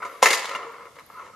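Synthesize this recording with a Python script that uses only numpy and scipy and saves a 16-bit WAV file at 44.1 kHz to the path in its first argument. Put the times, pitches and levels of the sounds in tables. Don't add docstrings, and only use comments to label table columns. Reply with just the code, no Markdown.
import sys
import numpy as np
from scipy import signal
from scipy.fft import rfft, irfft, next_fast_len
from scipy.io import wavfile
from scipy.ndimage import uniform_filter1d

SR = 44100
rng = np.random.default_rng(int(sys.argv[2]) if len(sys.argv) > 2 else 0)


def volts_from_db(level):
    exponent = np.asarray(level, float) / 20
    return 10 ** exponent


def put_to_file(sound):
    columns = np.atleast_2d(sound).T
    safe = np.clip(columns, -1, 1)
    whole_steps = np.round(safe * 32767)
    wavfile.write(sys.argv[1], SR, whole_steps.astype(np.int16))


N = 59535

# start_s, dome_peak_db, drum_db, base_db, crack_db
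THROWS = [(.2305, -13.5, -22, -26.5, -19), (0.2332, -15.5, -20.5, -16, -22), (0.2374, -15, -52, -48, -29),
          (0.2409, -19, -42, -45, -23.5), (0.2459, -19, -31, -32, -23), (0.251, -23, -43, -27, -42),
          (0.2572, -3.5, -20.5, -15, -16.5), (0.263, -10, -22.5, -21, -25), (0.2675, -9, -25, -25, -24),
          (0.2715, -19, -26, -21.5, -26.5), (.2764, -22, -28, -35, -29.5), (0.2809, -22, -37, -38, -47),
          (0.2849, -12, -45, -28.5, -25), (0.294, -20, -64, -45, -39), (0.301, -39, -37, -48, -25.5),
          (0.3042, -9, -33, -30, -24.5), (0.305, -34, -40, -35, -24), (0.3082, -29, -22, -49, -23),
          (.3125, -12.5, -37, -39, -28), (.318, -19, -29, -25, -28.5), (0.3239, -26, -39, -30, -30),
          (0.328, -13, -31.5, -30, -21.5), (0.3316, -12.5, -37.5, -22.5, -22),
          (0.334, -38, -42.5, -35, -27), (.3380, -24, -64, -20, -22.5), (.343, -24, -37, -30, -27),
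          (0.3469, -41, -44, -50, -25.5), (.353, -42, -48, -28, -28), (0.3586, -43, -33, -51, -48),
          (0.373, -35, -43.5, -35, -28), (.381, -30, -38, -36, -37), (0.3921, -36, -48, -40, -30.5)]
# dome_db, drum_db, base_db, crack_db
THROW_GAIN_DB = np.array([-2.0, 4.0, 3.5, 6.0])
# start_s, peak_db, hardness_db, drum_re_base_db
SETTLES = [(.0203, -23, -21, -21), (0.0269, -18.5, -16.5, -14), (.049, -28, -4, 0), (.443, -18.5, -6.5, -5),
           (0.454, -20, 2, -27), (0.486, -27, -8, -2), (.4922, -21, -3, -18), (.512, -27.5, -2, -16),
           (0.5308, -29, -11, -17), (.5488, -18.5, -8, -10.5), (.557, -21, -11.5, -30),
           (.604, -39, -22, -19), (.628, -27, -15.5, -8), (.646, -26.5, -36, -11), (.652, -27.5, -30, -34),
           (.668, -30, -38, -10), (0.713, -53, -24, -18), (0.7408, -30, -23, -13),
           (0.753, -36.5, -20, -6.5), (0.761, -41, -27, -23), (.783, -37, -27, -11), (.797, -35, -36, -3),
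           (.807, -32, -36, -19), (0.828, -42, -27, -15), (.855, -35, -18, 0), (.868, -39, -22, -11),
           (0.956, -40.5, -5, -8), (.9641, -37, -12, -3), (0.979, -52, -15, -19), (0.986, -32.5, -14, -18),
           (.994, -35.5, -10, -19), (1.004, -41, -12, -20), (1.0991, -35, -43, -16), (1.126, -45, -34, -20)]
# time_s, level_db, hardness_db, drum_re_base_db
JOSTLE = [(0, -40.5, -25, -3), (.045, -31.5, -12, -6.5), (0.102, -45, -6.5, 1.5), (0.219, -48.5, -5, -0.5),
          (0.222, -21.5, -0.5, -14), (.35, -49, 10, 8), (.42, -38, 2, -8), (.541, -32.5, -10, -5),
          (.6, -36.5, -26, -3.5), (.7, -41, -24, -10), (0.868, -42.5, -22, -5), (.92, -68.5, -12, 13.5),
          (.99, -43.5, -10, -12), (1.051, -69.5, -3, 11.5), (1.121, -47, -15, -5.5),
          (1.177, -36, -30, -13.5), (1.258, -40, -13.5, -7), (1.35, -55, -34, -3.5)]
# pitch_hz, level_db, t60_s
BASE = [(875, -30, 0.013), (917, -13, 0.078), (1012, 5, 0.046), (1122, 6, 0.028), (1242, -4, 0.05),
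        (1359, 3, 0.037)]
# pitch_hz, level_db, t60_s
DRUM = [(219, -10.5, 0.043), (385.3, -10.5, 0.12), (453, -0.5, 0.093), (550, 1.5, 0.053),
        (699, -4.5, 0.064)]
# pitch_hz, level_db, t60_s
DOME = [(1595, -4, 0.027), (1622, -4, 0.026), (1820, -0.5, 0.044), (2019, 5.5, 0.017), (2099, 8.5, 0.02),
        (2280, -3, 0.035), (2620, -12.5, 0.023), (2797, -8.5, 0.039), (2770, -39, 0.0289)]
# pitch_hz, level_db, t60_s
SHELL = [(3550, -6, 0.019), (4380, -2.5, 0.025), (4790, -1, 0.025), (5510, -0.5, 0.019), (6780, 5, 0.019),
         (11100, -2, 0.01)]
# freq_hz, density_db_per_hz
CRACK = [(1470, -34), (2500, -2.5), (3890, -3.5), (6850, -8.5), (11500, -18), (14600, -26.5),
         (15500, -22.5)]
# pitch_hz, level_db, t60_s
SNAP = [(246.5, -15, 0.056), (500, -4.5, 0.04), (770, -6, 0.026), (820, -7.5, 0.027), (1003, -3.5, 0.058),
        (1104, -3, 0.025), (1530, -11, 0.016), (2087, -10.5, 0.025)]
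# start_s, peak_db, width_s
SMACKS = [
    (.2582, 1.5, 0.00017),
    (.3303, -7, 0.00011),
    (0.4432, -25, 0.00014),
    (0.5491, -22.5, 0.00017),
]
# start_s, pitch_hz, level_db, rise_s
SCUFFS = [(0.0215, 1074, -27.5, 0.00065), (0.027, 1354, -27, 0.002), (.055, 1241, -34.5, 0.0062),
          (.09, 1365, -39.5, 0.012), (.125, 1154, -38.5, 0.032), (.5, 549.4, -35, 0.0071),
          (.6, 700, -44.5, .03), (.645, 463, -36, 0.029), (1.14, 1254, -43, 0.014),
          (1.168, 1420, -38.5, 0.017), (1.19, 1103, -41, 0.015), (1.229, 500, -48.5, 0.0024),
          (1.319, 1279, -45.5, 0.028)]
# start_s, peak_db, pitch_hz
TICKS = [
    (0.7229, -45, 11800),
    (0.8524, -52, 11850),
    (.858, -52, 11600),
    (.954, -45, 9800),
    (0.968, -51, 6740),
    (0.9921, -45, 11800),
    (1.0574, -48, 10830),
    (1.0635, -37.5, 11700),
]
# freq_hz, left_minus_right_db
PORT_BALANCE = [(250, 4), (1000, 0.5), (8000, -0.4)]
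# freq_hz, level_db
SCATTER = [(300, -21), (1500, -6), (4000, -4.5), (10000, 2)]
# freq_hz, t60_s
AISLE = [(200, 0.3), (1000, 0.78), (3000, 0.72), (8000, 0.67), (15000, 0.4)]
# freq_hz, density_db_per_hz
HUM = [(20, -23), (100, 1), (260, 0.5), (1000, -5), (2500, -11), (4300, -10.5), (9000, -16), (16000, -22)]
# freq_hz, likeness_0_to_1
HUM_SAME = [(40, 0.67), (150, 0.83), (950, 0.12), (15000, 0.39)]
# centre_s, half_length_s, treble_lift_db
HISS = [
    (.13, 0.12, 10.1),
    (1.13, 0.1, 5.6),
]
# treble_db, edge_hz
TOP_EDGE = [(-66, 13500), (-58, 14000), (-48, 14200), (-40, 14900), (-30, 15300), (-24, 16300)]

SPOT_DB, LOOSE_SPOT_DB, DETUNE = 2.5, 4.5, 0.015
LOOSE_DULL_DB_PER_OCT, DULL_HZ = 5, 4000
CRACK_T60_S, CRACK_RISE_S, CRACK_DB, SHELL_DB = 0.032, 0.00081, 0.5, -4.5
DOME_DB, DOME_FOLLOW = 1.5, 0.35
SNAP_S, SNAP_DB, SNAP_CRACK_DB, SNAP_RISE_S = 0.2262, -1, -9.5, 0.001
LAG_S, CHATTER_S, CHATTER_DB, BOUNCE = 0.0008, 0.004, -0.5, 0.43
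JOSTLE_PER_S, JOSTLE_SPREAD_DB, JOSTLE_DB = 600, 3.5, -10
SCUFF_CYCLES, SCUFF_ROUGH, SCUFF_WET_DB = 117, 0.12, -5
TICK_T60_S = 0.0085
SMALL_HZ, SMALL_ORDER = 313, 3
SCATTER_S, AISLE_DB = 0.011, -9
HUM_DB, PATCH_DB, HISS_HZ = -55.5, 2.1, 9400


def evened(x):
    return x / np.sqrt(np.mean(x ** 2) + 1e-20)


def read(points, hz):
    f, value = np.transpose(points)
    return np.interp(np.log(hz + 1), np.log(f + 1), value)


def add(mix, start_s, sound):
    part = mix[round(start_s * SR):][:len(sound)]
    part += sound[:len(part)]


def ring(modes, t, spot_db=SPOT_DB):
    hz, db, t60_s = np.transpose(modes)[:, :, None]
    spot, tune, sign = rng.standard_normal((3, len(modes), 1))
    phase = 2 * np.pi * hz * (1 + DETUNE * tune * spot_db / SPOT_DB) * t
    level = np.sign(sign) * volts_from_db(db + spot_db * spot - 60 * t / t60_s)
    x = (level * np.sin(phase)).sum(0)
    return x / abs(x).max()


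def snap():
    out, t = np.zeros(N), np.arange(6144) / SR
    plate = np.minimum(t / SNAP_RISE_S, 1) * ring(SNAP, t, 0)
    crack = knock()[-1]
    add(out, SNAP_S, volts_from_db(SNAP_DB) * (plate + volts_from_db(SNAP_CRACK_DB) * crack))
    return out


def knock(spot_db=SPOT_DB, dull_db=0):
    t = np.arange(6144) / SR
    hz = np.fft.rfftfreq(len(t), 1 / SR)
    noise = rng.standard_normal(len(t)) * volts_from_db(-60 * t / CRACK_T60_S)
    colour_db = read(CRACK, hz) - dull_db * np.log2(1 + hz / DULL_HZ)
    burst = irfft(rfft(noise) * volts_from_db(colour_db))
    burst = burst * (t < CRACK_T60_S) * np.minimum(t / CRACK_RISE_S, 1)
    crack = volts_from_db(CRACK_DB) * burst / abs(burst).max()
    crack = crack + volts_from_db(SHELL_DB - dull_db) * ring(SHELL, t, spot_db)
    return np.array([ring(DOME, t, spot_db), ring(DRUM, t), ring(BASE, t, spot_db), crack])


def shares(hard_db, drum_db):
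    return volts_from_db([DOME_DB + DOME_FOLLOW * hard_db, drum_db, 0 * hard_db, hard_db])


def throws():
    out = np.zeros(N)
    for start_s, *part_db in THROWS:
        add(out, start_s + LAG_S, volts_from_db(part_db + THROW_GAIN_DB) @ knock())
    return out


def smacks():
    out, t = np.zeros(N), np.arange(200) / SR
    for start_s, db, width_s in SMACKS:
        u = t / width_s
        add(out, start_s, -volts_from_db(db) * u * (2 - u) * np.exp(-u))
    return out


def settles(chatters=4):
    out = np.zeros(N)
    for start_s, db, hard_db, drum_db in SETTLES:
        contact = shares(hard_db, drum_db) @ knock(LOOSE_SPOT_DB, LOOSE_DULL_DB_PER_OCT)
        blow = np.zeros(7000)
        add(blow, 0, contact / BOUNCE)
        for late, size in rng.random((chatters, 2)):
            add(blow, late * CHATTER_S, (2 * size - 1) * contact)
        add(out, start_s + LAG_S, volts_from_db(db + CHATTER_DB) * blow / abs(blow).max())
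    return out


def jostle(spots=20):
    time_s, *columns = np.transpose(JOSTLE)
    level_db, hard_db, drum_db = [np.interp(np.arange(N) / SR, time_s, c) for c in columns]
    spread_db = JOSTLE_SPREAD_DB * np.minimum(rng.exponential(1, N), 3)
    hits = volts_from_db(spread_db) * (rng.random(N) < JOSTLE_PER_S / SR) * rng.choice([-1., 1.], N)
    parts = hits * volts_from_db(level_db + JOSTLE_DB) * shares(hard_db, drum_db)
    spot, out = rng.integers(0, spots, N), np.zeros(N)
    for k in range(spots):
        contact = knock(LOOSE_SPOT_DB, LOOSE_DULL_DB_PER_OCT)
        out += signal.oaconvolve(parts * (spot == k), contact, axes=1)[:, :N].sum(0)
    return out


def scuffs():
    out, t = np.zeros(N), np.arange(8000) / SR
    for start_s, hz, db, rise_s in SCUFFS:
        flutter = 1 + SCUFF_ROUGH * evened(uniform_filter1d(rng.standard_normal(len(t)), size=200))
        fade_db = -60 * np.maximum(t - rise_s, 0) * hz / SCUFF_CYCLES
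        level = np.minimum(t / rise_s, 1) * flutter * volts_from_db(db + fade_db)
        add(out, start_s, level * np.sin(2 * np.pi * hz * t))
    return out


def axle():
    out, t = np.zeros(N), np.arange(900) / SR
    for start_s, db, hz in TICKS:
        level = np.minimum(t / 0.001, 1) * volts_from_db(db - 60 * t / TICK_T60_S)
        add(out, start_s, level * np.sin(2 * np.pi * hz * t))
    return out


def ports(x):
    size = next_fast_len(N + 2048)
    hz, t = np.fft.rfftfreq(size, 1 / SR), np.arange(2048) / SR
    near = rng.standard_normal((2, 2048)) * np.exp(-t / SCATTER_S)
    near = rfft(near / np.linalg.norm(near[0]), size) * volts_from_db(read(SCATTER, hz))
    half = volts_from_db(read(PORT_BALANCE, hz) / 2)
    balance = np.array([half, 1 / half])
    return irfft(rfft(x, size) * (1 + near) * balance, size)[:, :N]


def aisle(x):
    taps = np.zeros((3, SR))
    at = np.arange(200, SR - 20, 20) + rng.integers(0, 20, (3, (SR - 201) // 20))
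    np.put_along_axis(taps, at, rng.choice([-1., 1.], at.shape), 1)
    hz, t, z = signal.stft(taps, SR, nperseg=256)
    own = np.clip(0.29 + hz / 9000, 0, 1)[:, None]
    z = np.sqrt(1 - own ** 2) * z[2] + own * z[:2]
    fade = volts_from_db(-60 * t / read(AISLE, hz)[:, None])
    tail = signal.istft(z * fade, SR, nperseg=256)[1]
    return signal.fftconvolve(x[None], tail / np.linalg.norm(tail[0]), axes=1)[:, :N]


def hum():
    frames, hz = N // 256 + 5, np.fft.rfftfreq(1024, 1 / SR)
    a, b, c, d, patches = rng.standard_normal((frames, 513, 5)).T
    patches = uniform_filter1d(patches, size=12, axis=0)
    patches = evened(uniform_filter1d(patches, size=14, axis=1))
    same = np.clip(read(HUM_SAME, hz), -1, 1)[:, None]
    left = a + 1j * b
    right = same * left + np.sqrt(1 - same ** 2) * (c + 1j * d)
    t = np.arange(frames) * 256 / SR
    push_db = sum(db * np.exp(-((t - mid_s) / half_s) ** 2) for mid_s, half_s, db in HISS)
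    hiss_db = push_db * (hz[:, None] > HISS_HZ)
    z = np.array([left, right]) * volts_from_db(read(HUM, hz)[:, None] + PATCH_DB * patches + hiss_db)
    return volts_from_db(HUM_DB) * evened(signal.istft(z, nperseg=1024, noverlap=768)[1][:, :N])


def scene():
    small = signal.butter(SMALL_ORDER, SMALL_HZ, "high", fs=SR, output="sos")
    contacts = snap() + throws() + smacks() + settles() + jostle()
    hits, rubs = signal.sosfilt(small, [contacts, scuffs()])
    echoes = volts_from_db(AISLE_DB) * aisle(hits + volts_from_db(SCUFF_WET_DB) * rubs)
    return ports(hits + rubs) + echoes + axle() + hum()


def roll_off(x):
    return signal.sosfilt(signal.butter(12, 16320, fs=SR, output="sos"), x)


def record(dry):
    hz, _, z = signal.stft(np.clip(dry, -1, 1), SR, nperseg=1024)
    treble_power = (abs(z[:, hz > 8000]) ** 2).mean(0).sum(0)
    treble_db = 10 * np.log10(treble_power + 1e-12)
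    edge_hz = uniform_filter1d(np.interp(treble_db, *np.transpose(TOP_EDGE)), size=3)
    mix = signal.istft(z * (hz[:, None] < edge_hz), SR, nperseg=1024)[1][:, :N]
    return roll_off(mix)


dry = scene()
out = record(dry)
put_to_file(out)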